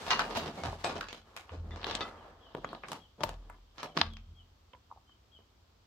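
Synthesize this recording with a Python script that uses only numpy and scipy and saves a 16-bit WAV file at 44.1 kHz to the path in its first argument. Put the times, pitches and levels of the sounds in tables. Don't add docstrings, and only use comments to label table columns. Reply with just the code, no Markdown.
import sys
import numpy as np
from scipy import signal
from scipy.fft import rfft, irfft, next_fast_len
from scipy.io import wavfile
from scipy.ndimage import uniform_filter1d

SR = 44100
rng = np.random.default_rng(int(sys.argv[2]) if len(sys.argv) > 2 else 0)


def bounce(signal):
    frames = np.transpose(np.atleast_2d(signal))
    limited = np.clip(frames, -1, 1)
    pcm = np.round(limited * 32767).astype(np.int16)
    wavfile.write(sys.argv[1], SR, pcm)


N = 258426
TIME = np.arange(N) / SR
SHADOW_HZ = 900

# frequency in Hz, left-right correlation.
STEP_CORRELATION = [(120, .998), (250, 0.99), (500, 0.81), (1000, 0.71), (2000, 0), (4000, 0), (12000, 0)]
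HIT_EQ_HZ = (260, 1000, 2700, 5400, 7500, 13500)
# start in seconds, crack level in dB, crumble level in dB,
# crumble t60 in seconds, ring pitch in Hz, thud, crunch and grit EQ in dB, treble edge in Hz,
# treble pan in dB (left minus right).
STONE_HITS = [ (0.066, -37.5, -35.5, 0.57, 780, -6, 5.5, 1, 16000, 2.5),
              (0.1061, -24, -20.5, 0.19, 960, -27, 10, 13.5, 5880, 0.5),
              (.138, -31, -42, .06, 1100, -11, -5, 7, 5500, 0),
              (0.173, -38, -41, 0.057, 1000, -2, 5, 0, 5500, -1),
              (0.1936, -23.5, -25, 0.19, 1440, -26, 0, -5.5, 14000, 2),
              (0.3097, -41.5, -43, 0.36, 1140, -8, 9, -15, 16000, -9),
              (.3517, -38, -30.5, 0.34, 657, 8, 11.5, 3, 18000, -2),
              (.3714, -33.5, -29, 0.11, 620, 2, 10, 9.5, 18000, 1),
              (.461, -38.5, -38, 0.23, 686, 12, 11.5, 0, 18000, -4),
              (.568, -61, -36, 0.23, 655, 8, -2, -2, 14000, -4),
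              (0.6364, -32.5, -33.5, 0.27, 730, -5, 1, 0.5, 8700, 0),
              (.652, -34.5, -38, 0.077, 800, 0, -4, 0, 8900, -1),
              (.658, -34, -54, 0.062, 795, 1, 4, -1, 12000, -5),
              (.668, -36, -37, 0.15, 129, -6, -6, -7, 12000, -3),
              (0.7291, -36.5, -46.5, 0.22, 700, -5, -34, -29, 12000, 4),
              (0.842, -37, -41, .08, 740, -8, 6, 6, 8000, 4),
              (0.8452, -26.5, -29.5, 0.33, 726, 0.5, 5.5, 0.5, 10700, 0.5),
              (.897, -35.5, -39, 0.097, 1100, 3, 0, 9, 6000, -1),
              (.955, -43, -31.5, 0.12, 615, 7, 4.5, 0, 9000, 3),
              (0.981, -49.5, -51, 0.07, 3000, 6, 9, 10, 8000, -18),
              (1.0098, -32.5, -38.5, 0.24, 1440, -48, 4.5, -1, 16000, -1.5),
              (1.086, -43, -43.5, 0.26, 2360, 6, 14.5, 19, 6460, -1),
              (1.1288, -40, -44, 0.24, 3460, 1.5, 7, 7, 13000, 0),
              (1.3652, -40.5, -40.5, 0.2, 2430, -13, 5.5, 10, 15000, 0.5),
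              (1.4933, -46.5, -51.5, .26, 1070, -14, 9.5, -7, 3200, 0),
              (1.519, -49.5, -43, 0.3, 496, 8, 0.5, 3, 7500, 1),
              (1.7087, -49.5, -50, 0.58, 2020, -0.5, 2, -4, 8000, 5),
              (1.7603, -44, -48.5, 1, 440, -3, 1, -2, 8000, 0),
              (1.8152, -49, -47, 0.17, 3870, -9, 8, 4, 5200, 4),
              (1.831, -42.5, -58, .08, 2300, -8, 6, 0, 4500, -3),
              (1.8438, -31, -44.5, 0.86, 3580, -23, 11.5, 12, 4560, 0.5),
              (1.868, -34.5, -35, 0.4, 460, -1, 5, 12, 5500, -2),
              (1.898, -39, -38, 0.099, 3880, -4, 9, -3, 6000, 9),
              (1.9112, -34.5, -40.5, 0.17, 3600, -10, 7, 5, 6500, 5),
              (1.9519, -30, -32, 0.063, 3700, 11.5, 18, 23, 8160, 5),
              (2.008, -33, -31.5, 0.14, 3530, 3, 4, 7.5, 5800, 6.5),
              (2.5498, -32, -43.5, 0.14, 418, 6.5, -1.5, 7, 3520, 2.5),
              (2.567, -47, -33.5, 0.068, 595, 10, 11, 11, 1160, -5),
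              (2.583, -42, -38, 0.06, 432, 13, -1, 8, 1500, 0),
              (2.646, -30.5, -44.5, 0.16, 1330, 0.5, 5.5, -7, 2110, 3),
              (2.69, -46.5, -50, 0.29, 4240, 12, 9, 11, 4460, 3),
              (2.7308, -36, -45.5, 0.23, 1120, 2.5, -2, 9, 1680, -1),
              (2.749, -44, -60, 0.34, 730, 6, 11, 11, 4470, -2),
              (2.8362, -39.5, -44, 0.11, 2090, -7, 6, -4, 2470, 0),
              (2.844, -43.5, -41.5, .09, 2120, -1, 7, -9, 2530, -2),
              (2.885, -44, -41.5, 0.067, 1120, -22, 8, 15.5, 10000, 3),
              (2.918, -34.5, -38.5, 0.088, 1000, 1.5, 7.5, 10, 13000, 3),
              (2.931, -37, -44.5, 0.25, 795, -3.5, 4, 7.5, 13000, 2),
              (3.2071, -38, -33, 0.099, 634, -0.5, -4, 4, 5750, 5),
              (3.235, -26.5, -35, 0.071, 854, -4, 7.5, 2.5, 20000, 8),
              (3.2383, -27.5, -37.5, 0.21, 900, 8, 4, 6, 20000, 4),
              (3.283, -55, -46, .12, 1200, -15, 7, 6, 9000, -1),
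              (3.292, -36.5, -46, 0.26, 670, -4.5, 1.5, 3, 16000, 3),
              (3.341, -53, -61, 0.12, 3200, -3, -3, -1, 8000, 8),
              (3.499, -44, -52.5, 0.24, 2030, -28, -10.5, 12, 2750, 7),
              (3.7822, -44.5, -42.5, 0.34, 1230, 1.5, 11.5, 3, 7380, 0),
              (3.8311, -34.5, -32.5, 0.12, 1010, -2.5, 4, 3, 16000, -1),
              (3.852, -42, -47.5, 0.32, 660, 6.5, -13.5, -1, 16000, -1.5),
              (3.969, -27.5, -52.5, .06, 300, 12.5, 9, -10, 12130, 0),
              (3.9738, -22.5, -36, 0.13, 1190, 2.5, 8.5, -6, 17870, -0.5),
              (3.987, -33, -41, .05, 400, 13, 14.5, 3, 16000, 2),
              (3.993, -36.5, -33, 0.14, 320, 12.5, 16.5, 2.5, 11970, 3),
              (4.0144, -16.5, -37, 0.23, 3900, -26, 6.5, -0.5, 5300, 4),
              (4.136, -54, -63.5, 0.061, 3200, 6, 16, 14, 15000, 0),
              (4.169, -48, -57.5, 0.19, 2367, -20, 11.5, 7, 6450, -1),
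              (4.7337, -55, -62, 0.065, 2940, 0, 10.5, -7, 3230, -12.5),
              (4.749, -57.5, -63, 0.049, 2280, -6, -3, -20.5, 3010, -13),
              (4.903, -60, -57, .08, 993, -29, -23.5, -20, 1240, -0.5),
              (4.913, -42.5, -55, 0.063, 965, -36.5, -22, -22, 1285, -5),
              (4.923, -45.5, -59, 0.07, 838, -27, -24, -20, 1100, -1),
              (4.962, -57, -66, 0.075, 790, -6, -15, -8.5, 1110, 4),
              (4.9737, -53.5, -59, 0.08, 782, -20, -8, -12, 1097, 2),
              (5.095, -62.5, -72.5, 0.079, 1140, -13, 5.5, -5, 1790, -1),
              (5.39, -58.5, -57.5, 0.087, 408, 8.5, -5, 1.5, 2210, -7)]


def stone_hits(crack_t60=0.014, snap=0.88, snap_hz=7000, ring_db=6, ring_octaves=0.21,
               grain_db=3, grain_rate=520, give_s=0.0074, dull_db=2, dust_db=2.5):
    lead_s, press_db, press_s = .012, -17, .003
    size, ear_lag_s = 12288, .00004
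    out = np.zeros((2, N))
    hz = np.fft.rfftfreq(size, 1 / SR)
    t = np.arange(size) / SR - round(lead_s * SR) / SR
    after = np.maximum(t, 0)
    ground = ground_db(hz)
    pressure = from_db(press_db) * np.exp(np.minimum(t, 0) / press_s)
    splinter = np.where(t < 0, pressure, from_db(-60 * after / crack_t60))
    splinter /= np.sqrt(np.sum(splinter ** 2))
    click = snap * rfft(1. * (t == 0)) / (1 + 1j * hz / snap_hz)
    for start, crack_db, crumble_db, t60, ring_hz, thud, crunch, grit, edge_hz, pan_db in STONE_HITS:
        eq_db = (thud, 0, crunch, crunch, grit, grit + dust_db)
        colour = ground + at_hz(list(zip(HIT_EQ_HZ, eq_db)), hz)
        colour += ring_db * np.exp(-.5 * (np.log2((hz + 1) / ring_hz) / ring_octaves) ** 2)
        colour -= np.clip(35 * np.log2((hz + 1) / edge_hz), 0, 18)
        noise = stereo_noise(STEP_CORRELATION, size)
        strike = rfft(noise * splinter) + click
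        strike /= np.sqrt(uniform_filter1d(np.mean(np.abs(strike) ** 2, axis=0), size=161) + 1e-12)
        crack = strike * minimum_phase(colour)
        crack *= np.sqrt(.004 * SR / np.mean(np.abs(crack) ** 2))
        dying = from_db(-60 * after / t60) * (1 - np.exp(-after / give_s))
        trickle = noise * dying * from_db(grain_db * drift(grain_rate, size))
        crumble_colour = colour + stone_modes_db(hz) - dull_db * np.log2(1 + hz / 3000)
        crumble = rfft(trickle) * minimum_phase(crumble_colour)
        crumble *= np.sqrt(np.sum(dying ** 2) / np.mean(np.abs(crumble) ** 2))
        shadow = from_db(np.outer([.5, -.5], pan_db * hz / (hz + SHADOW_HZ)))
        lag = np.exp(-2j * np.pi * np.outer([0, ear_lag_s], hz))
        hit = from_db(crack_db) * crack + from_db(crumble_db) * crumble
        add(out, irfft(hit * shadow * lag), start - lead_s)
    return out


def stone_modes_db(hz, count=12, lowest_hz=480, highest_hz=7000, lift_db=7.5, q=35):
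    pitches = lowest_hz * (highest_hz / lowest_hz) ** ((np.arange(count) + rng.random(count)) / count)
    return sum(lift_db / (1 + (2 * q * (hz / pitch - 1)) ** 2) for pitch in pitches)


# frequency in Hz, relative level in dB.
GRAVEL_SPECTRUM = [(53, -31.5), (90, -5), (188, -4), (224, -1.5), (521, -0.5), (676, -3), (737, 0),
                   (1270, -4), (2230, -12.5), (2830, -11.5), (4260, -13.5), (8170, -23.5), (9110, -28),
                   (13700, -32.5), (16000, -39.5)]
# centre in Hz, width in Hz, lift in dB.
GROUND_MODES = [(156, 6.5, 9.5), (221, 1.8, 15), (300, 1.6, 7), (680.5, 27, 8), (919, 73, 4), (1127, 54, 3),
                (1232, 70, 3.5), (1700, 38, 4.5), (2000, 18, -2), (2700, 20, -0.5), (3010, 11, 1),
                (3020, 10, 3)]


def ground_db(hz):
    peaks = sum(lift / (1 + (2 * (hz - centre) / width) ** 2) for centre, width, lift in GROUND_MODES)
    return at_hz(GRAVEL_SPECTRUM, hz) + peaks


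# start in seconds, length in seconds, gravel level in dB,
# then earth and sand in dB relative to the gravel.
SOLE_DRAGS = [(-.03, 0.092, -53.5, 2, 4), (0.079, 0.41, -48.5, 2, -5.5), (0.516, 0.23, -60.5, 7.5, 4.5),
              (0.774, 0.035, -54, -12, -1), (0.829, 0.024, -43.5, -7, -1.5), (0.877, 0.12, -55.5, 8, -5),
              (1.232, 0.31, -65, -5.5, -6), (1.612, 0.17, -65.5, 10, -7.5), (1.808, 0.28, -51, -3.5, -10),
              (2.082, 0.21, -55.5, -9.5, -17), (2.267, 0.28, -62.5, -6, -35),
              (2.596, 0.16, -60.5, 5.5, -9.5), (2.853, 0.1, -62.5, 10, 4.5), (3.177, 0.025, -57, 10.5, -10),
              (3.229, 0.035, -55, 2, -5), (3.374, 0.17, -74, 7, -5), (3.738, 0.1, -67, -5, 2),
              (3.943, 0.05, -50.5, 2, -2.5)]


def scuffs(attack_s=0.041, t60=0.29, grain_db=4, grain_rate=1200, clump_db=0.5, clump_rate=70):
    power = 1e-12
    for start, length, db, earth, sand in SOLE_DRAGS:
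        gains = from_db([db + earth, db, db + sand])
        power = power + np.outer(gains, swell(start, length, attack_s, t60)) ** 2
    levels_db = 10 * np.log10(power)
    roughness = np.interp(levels_db[1], [-54, -42], [0.46, 1])
    grains = from_db(roughness * (grain_db * drift(grain_rate, N) + clump_db * drift(clump_rate, N)))
    hz = np.geomspace(20, 20000, 1500)
    ground = np.column_stack([hz, ground_db(hz)])
    grinding = coloured(stereo_noise(STEP_CORRELATION, N) * grains, ground)
    bands_hz = [(105, 470), (470, 2000), (2000, 15500)]
    out = 0
    for band, level_db, polarity in zip(bands_hz, levels_db, (1, -1, 1)):
        out = out + polarity * rms_one(butter(grinding, 2, band, "band")) * from_db(level_db)
    return out


def chips(crunch, per_second=170, mix_db=-9.5, size_db=2.5, light_load_db=-50, follow_s=0.0093,
          lowest_hz=1100, highest_hz=5200, pitch_count=16, q=14, muffle_hz=5600):
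    treble = butter(crunch, 2, lowest_hz, "high")
    pole = np.exp(-1 / (follow_s * SR))
    load = signal.lfilter([1 - pole], [1, -pole], np.mean(np.abs(treble), axis=0))
    load *= np.minimum(load / from_db(light_load_db), 1)
    snaps = np.flatnonzero(rng.random(N) < per_second / SR)
    sizes_db = size_db * np.minimum(rng.exponential(1, len(snaps)), 3)
    gains = from_db(sizes_db + rng.normal(0, 2, (2, len(snaps))))
    pitch_index = rng.integers(0, pitch_count, len(snaps))
    rings = 0
    for k, hz in enumerate(np.geomspace(lowest_hz, highest_hz, pitch_count)):
        clicks = np.zeros((2, N))
        clicks[:, snaps[pitch_index == k]] = gains[:, pitch_index == k]
        rings = rings + resonate(clicks, hz, hz / q) * [[1], [(-1) ** k]]
    return from_db(mix_db) * rms_one(butter(rings, 4, muffle_hz)) * load


# start in seconds,
# pitch in Hz, width in Hz, starting level in dB, t60 in seconds.
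STONE_RINGS = [(.106, 1050, 57, -26, 0.12), (0.108, 1272, 36, -29, 0.17), (0.107, 1940, 62, -30.5, 0.18),
               (0.103, 2830, 106, -34, 0.48), (.193, 717, 25, -40, 0.19), (0.192, 1370, 120, -36, 0.072),
               (0.191, 1555, 50, -25.5, 0.07), (.371, 672, 31, -34, 0.14), (.371, 13900, 1300, -50, .14),
               (.578, 2210, 100, -50, 0.36), (.652, 805, 30, -51, 0.12), (0.662, 114.5, 10, -38.5, 0.3),
               (.845, 699, 19, -41, 0.15), (.845, 2486, 82, -37.5, 0.23), (.845, 8060, 450, -42.5, .13),
               (1.01, 1620, 93, -41, 0.1), (1.71, 2010, 160, -51, 0.13), (1.71, 3540, 210, -51.5, 0.17),
               (2.009, 1313, 122, -38, 0.27), (2.01, 2000, 54, -41.5, 0.24), (2.01, 2580, 70, -45, 0.17),
               (2.01, 3590, 100, -36, 0.13), (2.01, 4560, 97, -39, 0.081), (2.644, 6780, 240, -43, 0.022),
               (2.689, 4300, 130, -54.5, 0.15), (2.749, 3880, 180, -57, 0.13),
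               (3.204, 142, 15, -45.5, 0.44), (3.205, 3200, 240, -46, 0.068), (3.236, 593, 32, -23, 0.043),
               (3.236, 935, 25, -36.5, 0.1), (3.233, 4100, 130, -43, 0.024), (3.235, 13600, 1300, -46, .07),
               (3.831, 608, 16, -43.5, 0.2), (3.971, 153, 5, -43, 0.22), (3.974, 221, 4.7, -38, 0.49),
               (3.976, 1040, 29, -33.5, .05), (4.014, 1082, 110, -26.5, 0.019), (4.734, 516, 23, -57, 0.17),
               (4.734, 990, 72, -47, 0.089), (4.734, 2090, 50, -58, 0.054), (4.735, 3020, 110, -52, 0.027)]


def clinks(rattle_db=3, wander=0.47, attack_s=0.0048, size=16384):
    out = np.zeros((2, N))
    t = np.arange(size) / SR
    for start, hz, width_hz, db, t60 in STONE_RINGS:
        rattle_rate = 100 + 2 * width_hz
        phase = 2 * np.pi * np.cumsum(hz + wander * width_hz * drift(rattle_rate, size)) / SR
        ear_phase = rng.normal() * hz / (hz + SHADOW_HZ)
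        level = from_db(db - 60 * t / t60 + rattle_db * drift(rattle_rate, size))
        add(out, np.sin(phase + [[0], [ear_phase]]) * level * np.minimum(t / attack_s, 1), start)
    return out


# start in seconds, hold in seconds, lower tone level in dB,
# upper tone level in dB.
FOOT_LOADS = [(0, 0.24, -56, -60.5), (.34, 0.091, -65, -50), (0.61, 0.044, -53, -43),
              (0.838, 0.13, -59, -56.5), (1.5, 0.21, -49, -44), (1.864, 0.049, -55, -51),
              (2.118, 0.19, -68, -62.5), (2.52, 0.05, -56.5, -80), (3.193, 0.13, -44.5, -53.5),
              (3.988, 0.087, -47, -46.5), (4.253, 0.039, -75, -51.5)]
BOOM_PITCHES_HZ = (42, 83.6)
# delay, attack and t60, all in seconds.
BOOM_ENVELOPES = [(0.049, 0.029, 0.95), (0.0032, 0.027, 0.78)]


def boom(wander_hz=2.2, waver_db=2.0, rumble_db=-9, rumble_hz=(55, 150)):
    tones = 0
    for k, (hz, (delay, attack, t60)) in enumerate(zip(BOOM_PITCHES_HZ, BOOM_ENVELOPES)):
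        power = sum((from_db(levels_db[k]) * swell(start + delay, hold, attack, t60)) ** 2
                    for start, hold, *levels_db in FOOT_LOADS)
        level = np.sqrt(power)
        phase = 2 * np.pi * np.cumsum(hz + wander_hz * drift(30, N)) / SR
        tones = tones + np.sqrt(2) * np.sin(phase) * level * from_db(waver_db * drift(25, N))
    rumble = rms_one(butter(rng.standard_normal(N), 2, rumble_hz, "band"))
    return tones + rumble * level * from_db(rumble_db)


def bank_echo(feet, t60=0.28, build_s=0.015, send_db=-22, cut_hz=2200):
    t = TIME[:SR]
    tail = stereo_noise(STEP_CORRELATION, SR) * from_db(-60 * t / t60) * np.minimum(t / build_s, 1)
    tail = butter(tail / np.sqrt(np.sum(tail ** 2) / 2), 1, cut_hz)
    return signal.fftconvolve(from_db(send_db) * feet, tail, axes=1)[:, :N]


# start in seconds, level in dB before the direct and scattered mix,
# top pitch in Hz, length in seconds.
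BIRD_NOTES = [(1.203, -71, 3270, 0.077), (2.16, -62, 3240, 0.089), (2.403, -58, 3330, 0.095),
              (2.65, -58, 3300, 0.045), (2.997, -57.5, 3300, 0.068), (3.853, -57.5, 3350, 0.08),
              (4.104, -53, 3350, 0.067), (4.347, -56.5, 3276, 0.086), (5.072, -57.5, 3166, 0.056),
              (5.315, -54.5, 3255, 0.074)]


def bird(crest_s=.017, settle_s=.046, fall=0.14, quaver=.009, flutter_db=1.5,
         direct=.46, scattered=.53, trees_t60=.27):
    song = np.zeros((2, N))
    for start, db, top_hz, length in BIRD_NOTES:
        t = np.arange(int(length * SR)) / SR
        waver = drift(220, SR // 4)[:len(t)]
        flutter = drift(150, SR // 4)[:len(t)]
        drop = 1 - np.exp(-((t - crest_s) / settle_s) ** 2)
        pitch = top_hz * (1 - fall * drop + quaver * waver)
        level = np.sqrt(np.sin(np.pi * t / length)) * from_db(db + flutter_db * flutter)
        note = np.sin(2 * np.pi * np.cumsum(pitch) / SR) * level
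        add(song, np.array([note, note]), start)
    echoes = rng.standard_normal((2, SR // 2)) * from_db(-60 * TIME[:SR // 2] / trees_t60)
    echoes /= np.sqrt(np.sum(echoes ** 2) / 2)
    return direct * song + scattered * signal.fftconvolve(song, echoes, axes=1)[:, :N]


# frequency in Hz, left-right correlation.
AMBIENCE_CORRELATION = [(100, 1), (300, 0.54), (1000, 0.15), (3000, 0), (12000, 0)]
# frequency in Hz, relative level in dB.
HIGH_BAND_SPECTRUM = [(2000, -35), (2800, -9), (3200, -1.5), (3600, -7), (4300, -13.5), (5200, -16),
                      (8000, -38.5)]
# time in seconds, level in dB.
HIGH_BAND_FADER = [(0, -87.5), (2.2, -79.5), (2.7, -63.5), (3.2, -77.5), (4.4, -81), (5.86, -84.5)]


def high_band(flutter_db=2.0, flutter_rate=25):
    level_db = np.interp(TIME, *np.transpose(HIGH_BAND_FADER)) + flutter_db * drift(flutter_rate, N)
    return from_db(level_db) * coloured(stereo_noise(AMBIENCE_CORRELATION, N), HIGH_BAND_SPECTRUM)


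# frequency in Hz, relative level in dB.
BACKGROUND_SPECTRUM = [(15, -39), (25, -16), (53, 4), (82, 4.5), (111, -1), (149, -12), (212, -9.5),
                       (463, -14.5), (1190, -15), (1790, -22.5), (4740, -22), (8140, -32), (8830, -43),
                       (14400, -34), (16000, -43)]


def background(level_db=-65):
    return from_db(level_db) * coloured(stereo_noise(AMBIENCE_CORRELATION, N), BACKGROUND_SPECTRUM)


def from_db(db):
    return 10 ** (np.asarray(db) / 20)


def rms_one(x):
    return x / np.sqrt(np.mean(x ** 2) + 1e-20)


def at_hz(points, hz):
    point_hz, values = np.transpose(points)
    return np.interp(np.log(hz + 1), np.log(point_hz), values)


def drift(rate, size):
    position = np.arange(size) * rate / SR
    return 1.2 * np.interp(position, np.arange(size // 4), rng.standard_normal(size // 4))


def swell(start, hold, attack, t60):
    t = TIME - start
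    return np.clip(t / attack, 0, 1) * from_db(-60 * np.clip((t - hold) / t60, 0, 3))


def add(out, sound, start):
    i = max(0, round(start * SR))
    out[:, i:i + sound.shape[1]] += sound[:, :N - i]


def stereo_noise(correlation, size):
    alike = np.clip(at_hz(correlation, np.fft.rfftfreq(size, 1 / SR)), -.99, .999)
    mid, side = rfft(rng.standard_normal((2, size)))
    return irfft(np.sqrt((1 + alike) / 2) * mid + np.sqrt((1 - alike) / 2) * side * [[1], [-1]], size)


def coloured(x, spectrum):
    size = next_fast_len(N)
    gain = from_db(at_hz(spectrum, np.fft.rfftfreq(size, 1 / SR)))
    return rms_one(irfft(rfft(x, size) * gain, size)[:, :N])


def minimum_phase(level_db):
    cepstrum = irfft(np.log(from_db(level_db)))
    half = len(cepstrum) // 2
    cepstrum[1:half] *= 2
    cepstrum[half + 1:] = 0
    response = np.exp(rfft(cepstrum))
    return response / np.sqrt(np.mean(np.abs(response) ** 2))


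def resonate(x, hz, width_hz):
    r = np.exp(-np.pi * width_hz / SR)
    return signal.lfilter([1, 0, -1], [1, -2 * r * np.cos(2 * np.pi * hz / SR), r * r], x + 1e-18)


def butter(x, order, hz, kind="low"):
    return signal.sosfilt(signal.butter(order, hz, kind, fs=SR, output="sos"), x)


def scene():
    crunch = stone_hits() + scuffs()
    feet = crunch + chips(crunch) + clinks()
    bed = background()
    return feet + bank_echo(feet) + boom() + bird() + high_band() + bed


def record(dry, bass_hz=30, top_hz=15900):
    top_cut = signal.ellip(10, .1, 80, top_hz, fs=SR, output="sos")
    return signal.sosfilt(top_cut, butter(dry, 3, bass_hz, "high"))


dry = scene()
out = record(dry)
bounce(out)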